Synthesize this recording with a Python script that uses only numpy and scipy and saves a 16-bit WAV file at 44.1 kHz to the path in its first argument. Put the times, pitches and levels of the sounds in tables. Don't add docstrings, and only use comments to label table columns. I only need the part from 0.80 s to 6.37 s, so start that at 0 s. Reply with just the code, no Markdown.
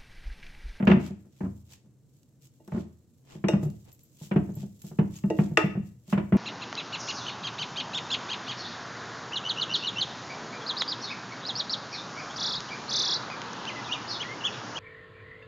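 import sys
import numpy as np
from scipy import signal
from scipy.fft import rfft, irfft, next_fast_len
from scipy.io import wavfile

SR = 44100
rng = np.random.default_rng(int(sys.argv[2]) if len(sys.argv) > 2 else 0)


def bounce(signal):
    frames = np.transpose(np.atleast_2d(signal))
    limited = np.clip(frames, -1, 1)
    pcm = np.round(limited * 32767).astype(np.int16)
    wavfile.write(sys.argv[1], SR, pcm)


N = 245621
AGE = np.arange(int(SR * .7)) / SR
OPPOSITE = np.array([[1], [-1]])


def from_db(db):
    return 10 ** (np.asarray(db) / 20)


def at_hz(points, hz):
    points_hz, values = np.array(points).T
    return np.interp(np.log(hz + 1), np.log(points_hz), values)


def fade(t60):
    return from_db(-60 * AGE / max(t60, 1e-3))


def onset(rise_s):
    return 1 - np.exp(-(AGE / rise_s) ** 2)


def add(out, s, sound):
    i = max(round(s * SR), 0)
    out[:, i:i + sound.shape[-1]] += sound[..., :max(N - i, 0)]


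def noise(spectrum, side_db, size):
    length = next_fast_len(size)
    colour = from_db(at_hz(spectrum, np.fft.rfftfreq(length, 1 / SR)))
    white = rng.standard_normal((2, length))
    mid, side = irfft(rfft(white) * colour, length)[:, :size]
    both = mid + from_db(side_db) * side * OPPOSITE
    return both / both.std()


SCATTER_DB = 2


def ring(modes, soft_hz, spread):
    out = 0
    for k, (hz, db, t60) in enumerate(modes):
        softness = np.hypot(1, (hz / soft_hz) ** 3)
        gain = from_db(db + SCATTER_DB * rng.standard_normal()) / softness
        skew = spread * hz / (hz + 500) * rng.choice([-1, 1]) * rng.uniform(0.21, 1) * OPPOSITE
        wave = np.sin((2 * np.pi * hz * AGE + skew).astype(np.float32))
        out = out + (-1) ** k * gain * fade(t60) * wave
    return out * onset(1 / soft_hz)


def slipping(per_s):
    return np.interp(np.arange(N) * per_s / SR, np.arange(N), rng.standard_normal(N))


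# frequency in Hz, relative strength in dB per Hz.
QUIET_SPECTRUM = [(15, -67), (25, -32), (102, -12.5), (114, -9), (134, 1.5), (153, -12), (326, -16.5),
                  (384, -26.5), (451, -22.5), (775, -38.5), (3520, -52.5), (4140, -46), (4740, -52.5),
                  (7510, -44.5), (16000, -67.5)]


def quiet_kitchen(level_db):
    return from_db(level_db) * noise(QUIET_SPECTRUM, side_db=-11, size=N)


# frequency in Hz, time to fall by 60 dB in seconds.
ECHO_DECAY = [(150, 0.4), (500, 0.32), (1500, 0.43), (3000, 0.42), (6000, 0.37), (14000, .2)]
# frequency in Hz, relative level in dB.
ECHO_COLOUR = [(60, 9), (180, -6.5), (400, 0), (1000, -8), (3000, -10.5), (6000, -10.5), (14000, -8)]


def kitchen_echo(x, build_s):
    white = rng.standard_normal((2, 2, len(AGE)))
    tail = 0
    edges = np.geomspace(60, 16000, 13)
    for k, (low, high) in enumerate(zip(edges, edges[1:])):
        hz = np.sqrt(low * high)
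        band = signal.butter(2, [low, high], "band", fs=SR, output="sos")
        mid, side = signal.sosfilt(band, white[k % 2])
        both = mid + side * hz / np.hypot(hz, 600) * OPPOSITE
        tail = tail + both * from_db(at_hz(ECHO_COLOUR, hz)) * fade(at_hz(ECHO_DECAY, hz))
    tail = tail * onset(build_s)
    return signal.fftconvolve(x, tail / np.sqrt(SR * 0.013), axes=1)[:, :N]


# frequency in Hz, relative level in dB, time to fall by 60 dB in seconds.
BOOM_MODES = [(54, -17, 0.55), (81.25, -5, 0.75), (106.04, -0.5, 0.6), (139.1, 5.5, 0.36), (160, -9, 0.036),
              (169, 5, 0.4), (202.8, 11.5, 0.39), (221.6, -4, 0.27), (270, -4, 0.15), (310.5, -13, 0.83),
              (304, -2.5, 0.099)]
# start in seconds, relative weight in dB, length of the press in seconds.
PALM_PRESSES = [(0.074, -20, 0.092), (0.439, -53.5, 0.021), (0.622, -29, 0.033), (1.035, -59, 0.029),
                (1.927, -26, .046), (4.839, -39, 0.018), (5.332, -48, .07), (5.524, -19.5, 0.029)]


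def boom(hits, knock_db, pat_db, delay_s):
    out = np.zeros((2, N))
    for s, db, _, _, _ in hits:
        swing = ring(BOOM_MODES, soft_hz=500, spread=0.75) * onset(0.00083)
        add(out, s + delay_s, from_db(db + knock_db) * swing)
    for s, db, _ in PALM_PRESSES:
        add(out, s, from_db(db + pat_db) * ring(BOOM_MODES, soft_hz=112, spread=1.0))
    return out


# start in seconds, relative level in dB.
BRACELET_TICKS = [(2.8526, -51), (3.1277, -52.5), (3.234, -57), (3.7536, -50), (4.0206, -52),
                  (4.365, -48.5), (4.58, -57.5), (4.853, -58.5)]
# frequency in Hz, relative level in dB, time to fall by 60 dB in seconds.
BRACELET_MODES = [(7200, -6, 0.013), (7350, 3.5, 0.047), (13100, 6.5, 0.077), (13260, -7.5, .06),
                  (13270, -17, 0.069)]


def bracelet(tick_db):
    out = np.zeros((2, N))
    for s, db in BRACELET_TICKS:
        add(out, s, from_db(db + tick_db) * ring(BRACELET_MODES, soft_hz=18000, spread=2.4))
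    return out


# start in seconds, relative level in dB.
SQUEAK_EVENTS = [(2.836, -58.5), (3.715, -54.5), (4.359, -39)]
# frequency in Hz, relative strength in dB per Hz.
SQUEAK_SPECTRUM = [(5600, -43), (6500, -7), (6750, 2), (7000, -23), (8000, -44)]


def squeaks(squeak_db, rise_s, t60):
    out = np.zeros((2, N))
    for s, db in SQUEAK_EVENTS:
        chirp = noise(SQUEAK_SPECTRUM, side_db=0, size=len(AGE)) * onset(rise_s) * fade(t60)
        add(out, s, from_db(db + squeak_db) * chirp)
    return out


# time in seconds, relative level in dB.
CRACKLE_LEVEL = [(0.0, -78), (0.14, -79), (0.32, -86), (0.57, -85.5), (0.77, -78), (1.1, -91),
                 (1.41, -83.5), (1.61, -86.5), (1.88, -79.5), (2.3, -87.5), (2.54, -78), (2.69, -79.5),
                 (2.94, -77.5), (4.33, -74), (4.48, -73.5), (4.92, -79.5), (5.18, -83.5), (5.55, -75.5)]
# frequency in Hz, relative strength in dB per Hz.
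GLOVE_SPECTRUM = [(300, -18.5), (900, -10.5), (1600, -12.5), (3000, -2), (4500, -3.5), (7600, 2.5),
                  (9000, -10), (13000, -4), (16000, -8.5)]
STICKY_PER_S, STICKY_DB, STICKY_SPREAD_DB = 8.8, 21, 2


def sticky_clicks():
    work_db = np.interp(np.arange(N) / SR, *np.transpose(CRACKLE_LEVEL))
    born = rng.random(N) < STICKY_PER_S / SR
    extra_db = STICKY_SPREAD_DB * np.minimum(rng.exponential(1, N), 3)
    sizes = from_db(work_db + STICKY_DB + extra_db)
    click = noise(GLOVE_SPECTRUM, side_db=-0.5, size=len(AGE)) * fade(0.006)
    click = click / np.sqrt(np.sum(click ** 2))
    return signal.fftconvolve((born * sizes)[None], click, axes=1)[:, :N]


# fastest moment in seconds, relative level in dB,
# basic half length in seconds, tilt in dB per octave.
GLOVE_STROKES = [(0.261, -55, 0.034, -5), (0.628, -71, 0.065, -3), (.932, -58.5, 0.025, -3),
                 (1.656, -65.5, 0.022, 0), (1.991, -60.5, 0.049, -7), (2.539, -56.5, 0.037, -7.5),
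                 (2.847, -57.5, .014, -0.5), (3.09, -60.5, .018, -8.5), (3.446, -56, 0.031, -1.5),
                 (3.814, -60.5, 0.033, -3.5), (4.078, -56.5, 0.022, 0), (4.369, -56, 0.024, -3),
                 (4.635, -60, 0.043, -4), (5.075, -69, 0.023, 0), (5.319, -54.5, 0.024, -2.5)]
# start in seconds, relative level in dB.
GLOVE_SNAPS = [(0.052, -48), (1.431, -57), (1.6213, -54.5), (1.8764, -49), (2.901, -50), (3.118, -52),
               (3.1922, -53.5), (3.3697, -52.5), (4.0177, -42)]
STROKE_RISE, STROKE_FALL = 1.1, 0.73


def gloves(stroke_db, rub_db, grain_db, crackle_db, snap_db):
    clock = np.arange(N) / SR
    slips, clumps = slipping(430), slipping(100)
    work_db = np.interp(clock, *np.transpose(CRACKLE_LEVEL))
    crackle = work_db + rub_db + crackle_db * (slips + clumps)
    bright = [(hz, db + 1.9 * np.log2(hz)) for hz, db in GLOVE_SPECTRUM]
    out = from_db(crackle) * noise(bright, side_db=1, size=N)

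    for s, db, length, tilt in GLOVE_STROKES:
        near = np.abs(clock - s) < .25
        lag = clock[near] - s
        share = np.where(lag < 0, STROKE_RISE, STROKE_FALL)
        speed = np.exp(-.5 * (lag / length / share) ** 2)
        colour = [(hz, level + tilt * np.log2(hz)) for hz, level in GLOVE_SPECTRUM]
        gain = from_db(db + stroke_db + grain_db * slips[near])
        out[:, near] += gain * speed * noise(colour, side_db=0, size=len(lag))

    snap_shape = onset(0.00046) * (fade(0.01) + 0.25 * fade(0.06))
    for s, db in GLOVE_SNAPS:
        snap = noise(GLOVE_SPECTRUM, side_db=-2.0, size=len(AGE)) * snap_shape
        add(out, s, from_db(db + snap_db) * snap)
    return out


# start in seconds, then relative levels in dB
SPATULA_TAPS = [(.076, -31, -26, -55.5), (.116, -35.5, -27, -64), (1.799, -62.5, -90, -98),
                (2.684, -27.5, -30, -38.5), (4.437, -50, -50.5, -80), (4.501, -30, -43, -62),
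                (4.772, -26, -12.5, -47)]
# frequency in Hz, relative level in dB, basic time to fall by 60 dB in seconds.
PLATTER_MODES = [(315.8, -2.5, 0.38), (349.6, -1.5, 0.19), (428, -4, 0.17), (474.2, 2, 0.064),
                 (575, 0, 0.087), (631.5, -2.5, 0.17), (702, -4, 0.11), (810, -7, 0.032),
                 (870, -3.5, 0.097), (977, -10.5, 0.037), (1925, -13, 0.14), (2780, -4, 0.26),
                 (2840, -7, 0.14), (3730, -10.5, 0.18), (5626, -15, 0.19), (6110, -13, 0.11),
                 (7620, -18, 0.15), (8600, -23, .12), (13520, -23.5, .15)]
# frequency in Hz, relative level in dB, time to fall by 60 dB in seconds.
SPATULA_MODES = [(1185, -4.5, 0.033), (1270, -10.5, 0.13), (1450, -12.5, 0.11), (1660, -4, 0.023),
                 (1744, 1, 0.02), (1932, 3.5, 0.02), (2050, -3.5, 0.016), (2047, -6, 0.027),
                 (2200, -7, 0.039), (2400, -1.5, 0.019), (2527, -5, 0.052), (2712, 1.5, 0.044),
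                 (2940, -18, 0.017), (3535, -12, .06)]
# frequency in Hz, relative strength in dB per Hz.
CLACK_SPECTRUM = [(200, -8), (350, 5), (900, 6), (1300, 1), (2000, -1), (2900, -4.5), (3600, -16.5),
                  (4500, -23), (7500, -35), (10000, -53.5), (16000, -48)]
# frequency in Hz, relative strength in dB per Hz.
CRACK_SPECTRUM = [(300, -15.5), (1200, -4), (3000, 1.5), (4000, -6.5), (5500, 0), (7800, -4), (9200, -17.5),
                  (13000, -18), (16000, -30)]
CRACK_GROWTH = 4.8


def spatula(dish_db, wood_db, glaze_db, crack_db, rattle_db):
    out = np.zeros((2, N))
    high_pass = signal.butter(2, 2000, "high", fs=SR, output="sos")
    lean_left = from_db([[2.5], [-2.5]])
    hardest = max(dish for _, dish, _, _ in SPATULA_TAPS)
    for s, dish, wood, glaze in SPATULA_TAPS:
        add(out, s, from_db(dish + dish_db) * ring(PLATTER_MODES, soft_hz=1420, spread=0.58))
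        wood_note = ring(SPATULA_MODES, soft_hz=3900, spread=0.89) * lean_left
        add(out, s, from_db(wood + wood_db) * wood_note)
        rattle = noise(CLACK_SPECTRUM, side_db=-6.5, size=len(AGE)) * onset(.001) * fade(0.16)
        add(out, s, from_db(wood + rattle_db) * rattle)
        glaze_ring = signal.sosfilt(high_pass, ring(PLATTER_MODES, soft_hz=15000, spread=1.2))
        add(out, s, from_db(glaze + glaze_db) * glaze_ring)
        crack = noise(CRACK_SPECTRUM, side_db=3.5, size=len(AGE)) * onset(.0006) * fade(0.039)
        add(out, s, from_db(crack_db + CRACK_GROWTH * (dish - hardest)) * crack)
    return out


# frequency in Hz, relative strength in dB per Hz.
SQUASH_SPECTRUM = [(30, -42), (100, -9), (250, 0), (350, 7.5), (480, -10.5), (700, -7.5), (1000, -25.5),
                   (1500, -26), (3000, -49), (16000, -77.5)]


def clacks(hits, dish_db, squash_db, clack_db, edge_db, squash_t60, clack_t60, hard_db, dulling, knee_hz):
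    out = np.zeros((2, N))
    squash_shape = onset(0.00074) * fade(squash_t60)
    clack_shape = onset(0.0012) * (fade(clack_t60) + from_db(edge_db) * fade(0.0059))
    for s, _, _, dish, clack in hits:
        dull_ring = ring(PLATTER_MODES, soft_hz=1000, spread=0.63) * fade(0.96)
        add(out, s, from_db(dish + dish_db) * dull_ring)
        squash = noise(SQUASH_SPECTRUM, side_db=-10, size=len(AGE)) * squash_shape
        add(out, s, from_db(dish + squash_db) * squash)
        slope = dulling * np.clip(hard_db - clack, 0, 20)
        colour = [(hz, db - slope * max(np.log2(hz / knee_hz), 0)) for hz, db in CLACK_SPECTRUM]
        burst = noise(colour, side_db=-2.0, size=len(AGE)) * clack_shape
        add(out, s, from_db(clack + clack_db) * burst)
    return out


def thuds(hits, swell_s, sharpness, thud_db):
    out = np.zeros((2, N))
    swell = (AGE / swell_s * np.exp(1 - AGE / swell_s)) ** sharpness
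    for s, db, hz, _, _ in hits:
        add(out, s, from_db(db + thud_db) * swell * np.sin(2 * np.pi * hz * AGE))
    return out


# start in seconds,
# relative thud level in dB, thud pitch in Hz, relative level of the foot's clack in dB.
PLATTER_KNOCKS = [(0.0, -26, 207, -41.5), (0.024, -21.5, 186.3, -39), (0.071, -12.5, 205.3, -24.5),
                  (0.099, -14, 206, -30), (0.113, -16.5, 179, -27), (0.303, -32.5, 191, -74),
                  (0.606, -29.5, 186, -46.5), (1.877, -45, 195, -56), (1.919, -30.5, 171, -46),
                  (2.551, -38.5, 161, -65.5), (2.64, -19.5, 184, -36.5), (2.733, -15.5, 179.5, -38),
                  (2.828, -26.5, 155, -51), (2.854, -24.5, 153, -66.5), (3.413, -38, 158, -70),
                  (3.512, -24, 189, -34.5), (3.56, -14.5, 173.7, -36), (3.69, -30, 184, -61),
                  (3.765, -31, 141, -82), (3.83, -32, 183, -75), (4.04, -36.5, 176.5, -69),
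                  (4.111, -38, 166, -58.5), (4.187, -14, 173, -35.5), (4.438, -19, 186.5, -51.5),
                  (4.587, -14.5, 172.2, -36), (4.713, -27, 165, -68), (4.838, -20, 173, -61),
                  (4.952, -30, 152.4, -50), (4.97, -22.5, 183, -83), (5.279, -41.5, 181, -80),
                  (5.326, -18, 191, -32), (5.376, -21.5, 180, -34), (5.522, -16, 191, -35)]
DISH_PER_THUD, DISH_PER_CLACK = 0.73, 0.18
CHATTER_HZ, CHATTER_THUD_DB, CHATTER_CLACK_DB, CHATTER_JITTER_S = 210.6, -3, -23.5, .001


def contacts(count):
    rows = list(PLATTER_KNOCKS)
    jitter = CHATTER_JITTER_S * rng.standard_normal((len(PALM_PRESSES), count))
    for (s, db, length), late in zip(PALM_PRESSES, jitter):
        touches = s + length * np.arange(1, count + 1) / count + late
        for touch in touches:
            rows.append((touch, db + CHATTER_THUD_DB, CHATTER_HZ, db + CHATTER_CLACK_DB))
    return [(s, thud, hz, DISH_PER_THUD * thud + DISH_PER_CLACK * clack, clack)
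            for s, thud, hz, clack in rows]


def scene():
    quiet = quiet_kitchen(level_db=-60)

    hands = gloves(stroke_db=3.0, rub_db=7.5, grain_db=3.5, crackle_db=2.5, snap_db=0)
    hands = hands + bracelet(tick_db=-4) + sticky_clicks()
    hands = hands + squeaks(squeak_db=4, rise_s=0.0053, t60=0.037)

    hits = contacts(count=3)
    taps = spatula(dish_db=2.5, wood_db=-1, glaze_db=6, crack_db=-23, rattle_db=-9.0)
    knocks = clacks(hits, dish_db=-19, squash_db=-7.5, clack_db=5.5, edge_db=-2.0, squash_t60=0.13,
                    clack_t60=0.094, hard_db=-31.5, dulling=0.77, knee_hz=1600)
    low = thuds(hits, swell_s=0.01, sharpness=3.44, thud_db=4.5)
    blows = low + knocks + taps

    echo = from_db(-4.5) * kitchen_echo(blows + from_db(0.5) * hands, build_s=0.0047)
    room = echo + boom(hits, knock_db=-20.0, pat_db=-6.5, delay_s=.016)
    return blows + hands + room + quiet


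CUTOFF_HZ = 15900


def record(dry):
    low_pass = signal.ellip(10, .1, 80, CUTOFF_HZ, fs=SR, output="sos")
    return signal.sosfilt(low_pass, dry)


dry = scene()
out = record(dry)
bounce(out)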